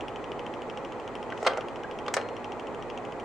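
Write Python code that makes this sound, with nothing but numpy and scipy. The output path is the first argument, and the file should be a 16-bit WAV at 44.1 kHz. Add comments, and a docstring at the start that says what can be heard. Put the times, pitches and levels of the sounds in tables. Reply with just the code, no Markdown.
"""A small room, close to a running slide projector: the fan rushes, the motor hums and the drive ticks
about 13 times a second. One slide change: the slide scrapes up its slot and the lift arm clacks, then
the tray pawl snaps, the next slide drops into the gate and a spring rings on. The linkage squeaks twice.
Each clack is a cluster of hard contacts that jolt, rattle and ring a small part."""
import sys
import numpy as np
from scipy import signal
from scipy.fft import rfft, irfft, next_fast_len
from scipy.io import wavfile
from scipy.ndimage import map_coordinates

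SR = 44100
rng = np.random.default_rng(int(sys.argv[2]) if len(sys.argv) > 2 else 0)


def wav_record(signal):
    """Record a signal, one row per channel, as 16-bit PCM in the file named by sys.argv[1]."""
    frames = np.transpose(np.atleast_2d(signal))
    bounded = np.clip(frames, -1, 1)
    # unit amplitude maps onto the largest positive 16-bit level
    quanta = np.round(bounded * 32767).astype(np.int16)
    wavfile.write(sys.argv[1], SR, quanta)


N = 142884
TIME = np.arange(N) / SR
TAIL_TIME = np.arange(SR // 2) / SR  # clock of one hit or echo
HIT_SAMPLES = SR // 100


def amp(db):
    """Decibels to gain."""
    return 10 ** (np.asarray(db) / 20)


def unit(x):
    """Scale to rms 1."""
    return x / np.sqrt(np.mean(x ** 2) + 1e-20)


def unit_hit(x):
    """Scale a short sound to the energy of 10 ms at rms 1."""
    return x * np.sqrt(HIT_SAMPLES / np.sum(x ** 2))


def along(points, hz):
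    """Read a curve of (frequency, value) points on a log axis."""
    freqs, values = np.transpose(points)
    return np.interp(np.log(hz + 1), np.log(freqs + 1), values)


def wobble(rate):
    """A smooth random curve, rate knots a second."""
    return map_coordinates(rng.standard_normal(2048), [TIME * rate], mode="wrap")


def filtered(x, response):
    """EQ x with a gain that is a function of frequency."""
    size = next_fast_len(N + SR // 2)
    return irfft(rfft(x, size) * response(np.fft.rfftfreq(size, 1 / SR)), size)[..., :N]


def impulse(colour, dull_hz=SR, size=4096):
    """A minimum-phase click with this colour, rolled off above dull_hz."""
    hz = np.fft.rfftfreq(size, 1 / SR)
    cepstrum = irfft(np.log(amp(along(colour, hz)) / np.hypot(1, (hz / dull_hz) ** 2)))
    cepstrum[1:size // 2] *= 2
    cepstrum[size // 2 + 1:] = 0
    return irfft(np.exp(rfft(cepstrum)))


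def add(track, start_s, x):
    """Mix x into track at start_s."""
    part = track[max(0, round(start_s * SR)):][:len(x)]
    part += x[:len(part)]


# stereo lean (frequency [Hz], left over right [dB])
BALANCE = [(110, 1), (400, -1.6), (750, -2), (1290, 0.3), (2200, 2.5), (4400, 3), (9000, 3)]
def placed(x):
    """Pan by frequency: treble leans to the left, the low mids to the right."""
    return filtered(x, lambda hz: amp(along(BALANCE, hz) * np.array([[.5], [-.5]])))


# stereo focus of the noise (frequency [Hz], left-right correlation [ratio])
CORRELATION = [(60, 0.5), (130, 0.094), (290, 0.8), (640, 0.97), (1410, 0.72), (3100, 0.44), (6820, 0.21)]
def rush(colour):
    """Coloured stereo noise of rms 1, wide in some bands and centred in others."""
    def mid_side_gains(hz):
        angle = np.arccos(np.clip(along(CORRELATION, hz), -1, 1)) / 2
        return amp(along(colour, hz)) * [np.cos(angle), np.sin(angle)]
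    mid, side = filtered(rng.standard_normal((2, N)), mid_side_gains)
    return unit(np.array([mid + side, mid - side]))


# the room's decay (frequency [Hz], t60 [s])
ROOM_DECAY = [(200, .4), (1500, .46), (3500, .24), (12000, .15)]
def room(x, width=.36, rise_s=.009):
    """Short reverb of the small room: the treble dies first."""
    hz, t, noise = signal.stft(rng.standard_normal((2, len(TAIL_TIME))), SR, nperseg=256)
    decay = amp(-60 * t / along(ROOM_DECAY, hz)[:, None])
    echoes = signal.istft(noise * decay, SR, nperseg=256)[1][:, :len(TAIL_TIME)]
    mid, side = echoes * (1 - np.exp(-TAIL_TIME / rise_s))
    tail = np.array([mid + width * side, mid - width * side])
    return signal.fftconvolve(x[None], tail / np.linalg.norm(tail[0]), axes=1)[:, :N]


def housing_resonances(x, ripple_db=2.5, spacing_hz=44.37):
    """The housing's many narrow resonances colour the sound with peaks and dips."""
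    knots = rng.standard_normal(2048)
    ripple = lambda hz: amp(ripple_db * map_coordinates(knots, [hz / spacing_hz], mode="wrap"))
    return unit(filtered(x, ripple))


# the fan's low rush and the hiss on top (frequency [Hz], level [dB])
AIR_COLOUR = [(22, -23), (45, -21), (70, -16.5), (108, -8.5), (200, -9), (345, -4.5), (500, -1),
              (600, -4.5), (850, -5), (1350, -12.5), (1550, -22), (3400, -120)]
HISS_COLOUR = [(1000, -27), (1550, 0.5), (1950, 3.5), (2400, -4.5), (3100, -9.5), (3800, -13), (5000, -20),
               (7600, -20), (9000, -29), (11000, -37.5)]
def fan(air_db=-38, hiss_db=-52, flutter_db=.4):
    """A bed of fluttering air, with a thin hiss coloured by the housing."""
    air = amp(air_db + flutter_db * wobble(24.43)) * rush(AIR_COLOUR)
    hiss = amp(hiss_db) * housing_resonances(rush(HISS_COLOUR))
    return placed(air + hiss)


# motor and fan tones (frequency [Hz], level [dB])
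HUM_TONES = [(42.5, -63), (106, -62.5), (241, -53.5), (296, -58), (351, -54), (418, -51.5), (481, -52),
             (838, -53)]
def motor_hum(waver_db=2.5, drift_rad=1.06, top_flutter_rad=.55):
    """Motor and fan hum in slightly unsteady tones; the higher ones flutter more."""
    hum = np.zeros(N)
    for hz, db in HUM_TONES:
        rms = amp(db + waver_db * wobble(5.96))
        phase = 2 * np.pi * (hz * TIME + rng.random()) + drift_rad * wobble(7.26)
        flutter = top_flutter_rad * hz / HUM_TONES[-1][0] * wobble(30.05)
        hum += rms * np.sqrt(2) * np.sin(phase + flutter)
    return placed(hum)


# the drive's pulse (time [s], level [dB])
TICKS = [(0.0084, -36.5), (0.0826, -37), (0.1598, -39), (0.242, -39.5), (0.3185, -37), (0.394, -38),
         (0.465, -38.5), (0.539, -39.5), (0.62, -41), (0.6989, -37.5), (0.7739, -38), (0.849, -40.5),
         (0.9224, -42), (0.999, -43), (1.0775, -40.5), (1.1536, -38.5), (1.2286, -40.5), (1.3026, -42),
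         (1.3765, -42), (1.535, -41), (1.6092, -38), (1.685, -40.5), (1.7594, -41.5), (1.835, -41.5),
         (1.912, -40.5), (1.9885, -38.5), (2.0641, -38.5), (2.214, -39.5), (2.288, -41.5), (2.367, -40.5),
         (2.4448, -38.5), (2.5207, -39.5), (2.597, -40), (2.671, -42), (2.747, -44), (2.8247, -41),
         (2.9007, -38), (2.9756, -38.5), (3.051, -42.5), (3.123, -43), (3.1993, -42.5)]
# touch, strike and bounce within a tick (delay [s], level [dB])
TICK_CONTACTS = [(-.0014, -13), (0, 0), (.0022, -7)]
# a tick's knock and its bright rattle (frequency [Hz], level [dB])
KNOCK_COLOUR = [(500, -24), (1900, -5), (2600, 4.5), (3150, 6), (3650, -10), (7000, -55)]
RATTLE_COLOUR = [(1500, -28), (4200, -1.5), (5600, 5.5), (7300, -3), (8000, -10.5), (8900, -6),
                 (10000, -19.5), (15500, -38)]
# the ticks start a little duller (time [s], rattle trim [dB])
RATTLE_TRIM = [(.5, -5.5), (.8, -2.5)]
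def drive(rattle_t60=.005, scatter_s=.0079, scatter_width_s=.0059, left_over_right_db=4.5):
    """A dry tick once a turn: the same knock with an ever-changing rattle, echoing inside the housing."""
    ticks = np.zeros(N)
    knock = amp(-7) * unit_hit(impulse(KNOCK_COLOUR))
    fizz = impulse(RATTLE_COLOUR)
    t = TAIL_TIME[:len(fizz)]
    for start, db in TICKS:
        rattle_gain = amp(-17.5 + np.interp(start, *np.transpose(RATTLE_TRIM)))
        for delay, contact_db in TICK_CONTACTS:
            force = rng.standard_normal(len(t)) * amp(-60 * t / rattle_t60)
            rattle = unit_hit(signal.fftconvolve(force, fizz)[:len(t)])
            tick = amp(db + contact_db) * (knock + rattle_gain * rattle)
            walls = rng.standard_normal(len(t)) * np.exp(-((t - scatter_s) / scatter_width_s) ** 2)
            at = start + delay * (1 + rng.normal(0, .04))
            add(ticks, at, tick)
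            add(ticks, at, amp(-8) * signal.fftconvolve(tick, walls / np.linalg.norm(walls)))
    pan = amp([[left_over_right_db / 2], [-left_over_right_db / 2]])
    return (ticks + amp(-19) * room(ticks)) * pan


# swell of the scrape (time [s], level [dB])
SCRAPE_ENVELOPE = [(1.33, -71), (1.40, -60), (1.46, -54), (1.50, -91), (1.58, -72)]
# its papery tone (frequency [Hz], level [dB])
SCRAPE_COLOUR = [(500, -3), (2000, 2), (6000, 9.5), (9000, -1), (11000, -25)]
def slide_scrape():
    """The slide rubs up its slot with a faint, bright friction noise."""
    envelope = amp(np.interp(TIME, *np.transpose(SCRAPE_ENVELOPE), left=-120, right=-120))
    return placed(envelope * rush(SCRAPE_COLOUR))


# pivot squeaks (time [s], pitch [Hz], level [dB])
SQUEAKS = [(1.326, 1530, -33.5), (1.848, 1610, -34)]
def linkage_squeaks(width_s=.0039):
    """A pivot in the linkage squeaks: tiny blips of rough tone."""
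    squeaks = np.zeros(N)
    for centre, hz, db in SQUEAKS:
        envelope = amp(db) * np.exp(-.5 * ((TIME - centre) / width_s) ** 2)
        squeaks += envelope * np.sin(2 * np.pi * hz * TIME + .5 * wobble(270))
    return placed(squeaks + amp(-15) * room(squeaks))


def spring(start_s=2.168, hz=4188, db=-52, t60=.76):
    """A spring rings on after the drop: one thin, high ping."""
    age = np.maximum(TIME - start_s, 0)
    return placed(amp(db - 60 * age / t60) * np.sin(2 * np.pi * hz * age))


def housing_scatter(x, spread=.6, above_hz=3500, t60=.015):
    """Scatter off the housing widens the treble."""
    walls = rng.standard_normal(len(TAIL_TIME)) * TAIL_TIME * amp(-60 * TAIL_TIME / t60)
    scatter = signal.fftconvolve(x, walls / np.linalg.norm(walls))[:N]
    side = spread * filtered(scatter, lambda hz: 1j * hz / (above_hz + 1j * hz))
    return np.array([x + side, x - side])


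def clacks(contacts, colour, modes, jolt_db, ring_db, low_cut_hz=240):
    """Each contact is a jolt and a fast-dying rattle, and rings the part's modes."""
    hits = np.zeros(N)
    t = TAIL_TIME
    for start, db, rattle_t60, dull_hz in contacts:
        force = unit_hit(rng.standard_normal(len(t)) * amp(-60 * t / rattle_t60))
        force[0] += amp(jolt_db) * np.sqrt(HIT_SAMPLES)
        crack = unit_hit(signal.fftconvolve(force, impulse(colour, dull_hz))[:len(t)])
        ring = np.zeros(len(t))
        for hz, mode_db, t60 in modes:
            envelope = amp(mode_db + rng.normal(0, 1.3) - 60 * t / t60)
            ring += envelope / np.hypot(1, (hz / dull_hz) ** 2) * np.sin(2 * np.pi * hz * t)
        add(hits, start, amp(db) * (crack + amp(ring_db) * ring))
    # small parts radiate no bass
    hits = filtered(hits, lambda hz: (1j * hz / (low_cut_hz + 1j * hz)) ** 2)
    return placed(housing_scatter(hits) + amp(-12.5) * room(hits))


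# pawl hits (time [s], level [dB], rattle t60 [s], dull above [Hz])
PAWL_HITS = [(1.4295, -49, .012, 20000), (1.5735, -44, .025, 8000), (2.1396, -32, .015, 18000),
             (2.141, -28.5, .04, 15000), (2.1668, -37, .008, 15000)]
# their crisp crack (frequency [Hz], level [dB])
PAWL_COLOUR = [(150, -23), (490, 9), (700, -3), (1000, 7), (2050, 3), (2700, -2), (4200, -7), (5700, 1),
               (8500, -8), (10300, -17), (15500, -26)]
# the pawl's ring (frequency [Hz], level [dB], t60 [s])
PAWL_MODES = [(950, -4, .05), (7700, -9, .025)]
def tray_pawl():
    """The tray pawl clicks lightly twice, then catches with a bright snap."""
    return clacks(PAWL_HITS, PAWL_COLOUR, PAWL_MODES, jolt_db=-8, ring_db=3.5)


# slide hitting the gate (time [s], level [dB], rattle t60 [s], dull above [Hz])
GATE_HITS = [(2.0815, -28, .028, 5000), (2.1675, -22.5, .018, 6500), (2.172, -29.5, .02, 3000),
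             (2.1785, -26.5, .03, 2400), (2.1905, -31, .012, 1000), (2.1995, -30.5, .012, 800)]
# its hollow crack (frequency [Hz], level [dB])
GATE_COLOUR = [(100, -28), (330, -17.5), (510, 6.5), (900, -10), (1200, -2), (2050, -10.5), (2700, -17.5),
               (4000, -20), (6000, -22.5), (9000, -26.5), (11000, -45)]
# the gate's ring (frequency [Hz], level [dB], t60 [s])
GATE_MODES = [(500, -7, .06), (1200, -12, .08)]
def slide_drop():
    """The next slide lands in the gate with a clunk and chatters to rest."""
    return clacks(GATE_HITS, GATE_COLOUR, GATE_MODES, jolt_db=-11, ring_db=-1)


# lift arm hits (time [s], level [dB], rattle t60 [s], dull above [Hz])
LIFT_HITS = [(1.3225, -34.5, .03, 3600), (1.4275, -27, .012, 600), (1.449, -31, .12, 6000),
             (1.4635, -28, .0088, 3000), (1.4658, -19, .022, 14000), (1.469, -17.8, .028, 6000),
             (1.4728, -21.5, .025, 7000), (1.4765, -25, .02, 8000), (1.481, -28.5, .02, 2600),
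             (1.497, -31.5, .12, 1800), (1.5735, -32.5, .03, 2300), (1.581, -30, .012, 900),
             (1.5875, -31.5, .01, 750)]
# their boxy crack (frequency [Hz], level [dB])
LIFT_COLOUR = [(100, -25), (290, -17), (430, 2), (560, 5), (830, -1), (980, -8), (1380, 1), (1700, -13),
               (2000, -5.5), (2350, -16), (2900, -12.5), (5500, -22.5), (8500, -30), (10500, -43),
               (15500, -45)]
# the arm's ring (frequency [Hz], level [dB], t60 [s])
LIFT_MODES = [(530, 0, .07), (665, -7, .08), (812, -4, .08), (1085, -9, .08), (1385, -4, .08),
              (1962, -8, .07)]
def lift_arm():
    """The lift arm swings up: a tight run of contacts makes the loudest clack."""
    return clacks(LIFT_HITS, LIFT_COLOUR, LIFT_MODES, jolt_db=-10, ring_db=-6)


def scene():
    """One slide change over the bed of the running machine."""
    hits = lift_arm() + slide_drop() + tray_pawl()
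    bed = fan() + motor_hum() + drive()
    return bed + slide_scrape() + linkage_squeaks() + spring() + hits


def record(dry):
    """The microphone has a notch in the treble; nothing is kept above the band limit."""
    notch_hz, width_hz, notch_db, top_hz = 12200, 500, -17, 15900
    notch = lambda hz: amp(notch_db * np.exp(-.5 * ((hz - notch_hz) / width_hz) ** 2))
    return filtered(dry, lambda hz: notch(hz) * (hz < top_hz))


dry = scene()
out = record(dry)
wav_record(out)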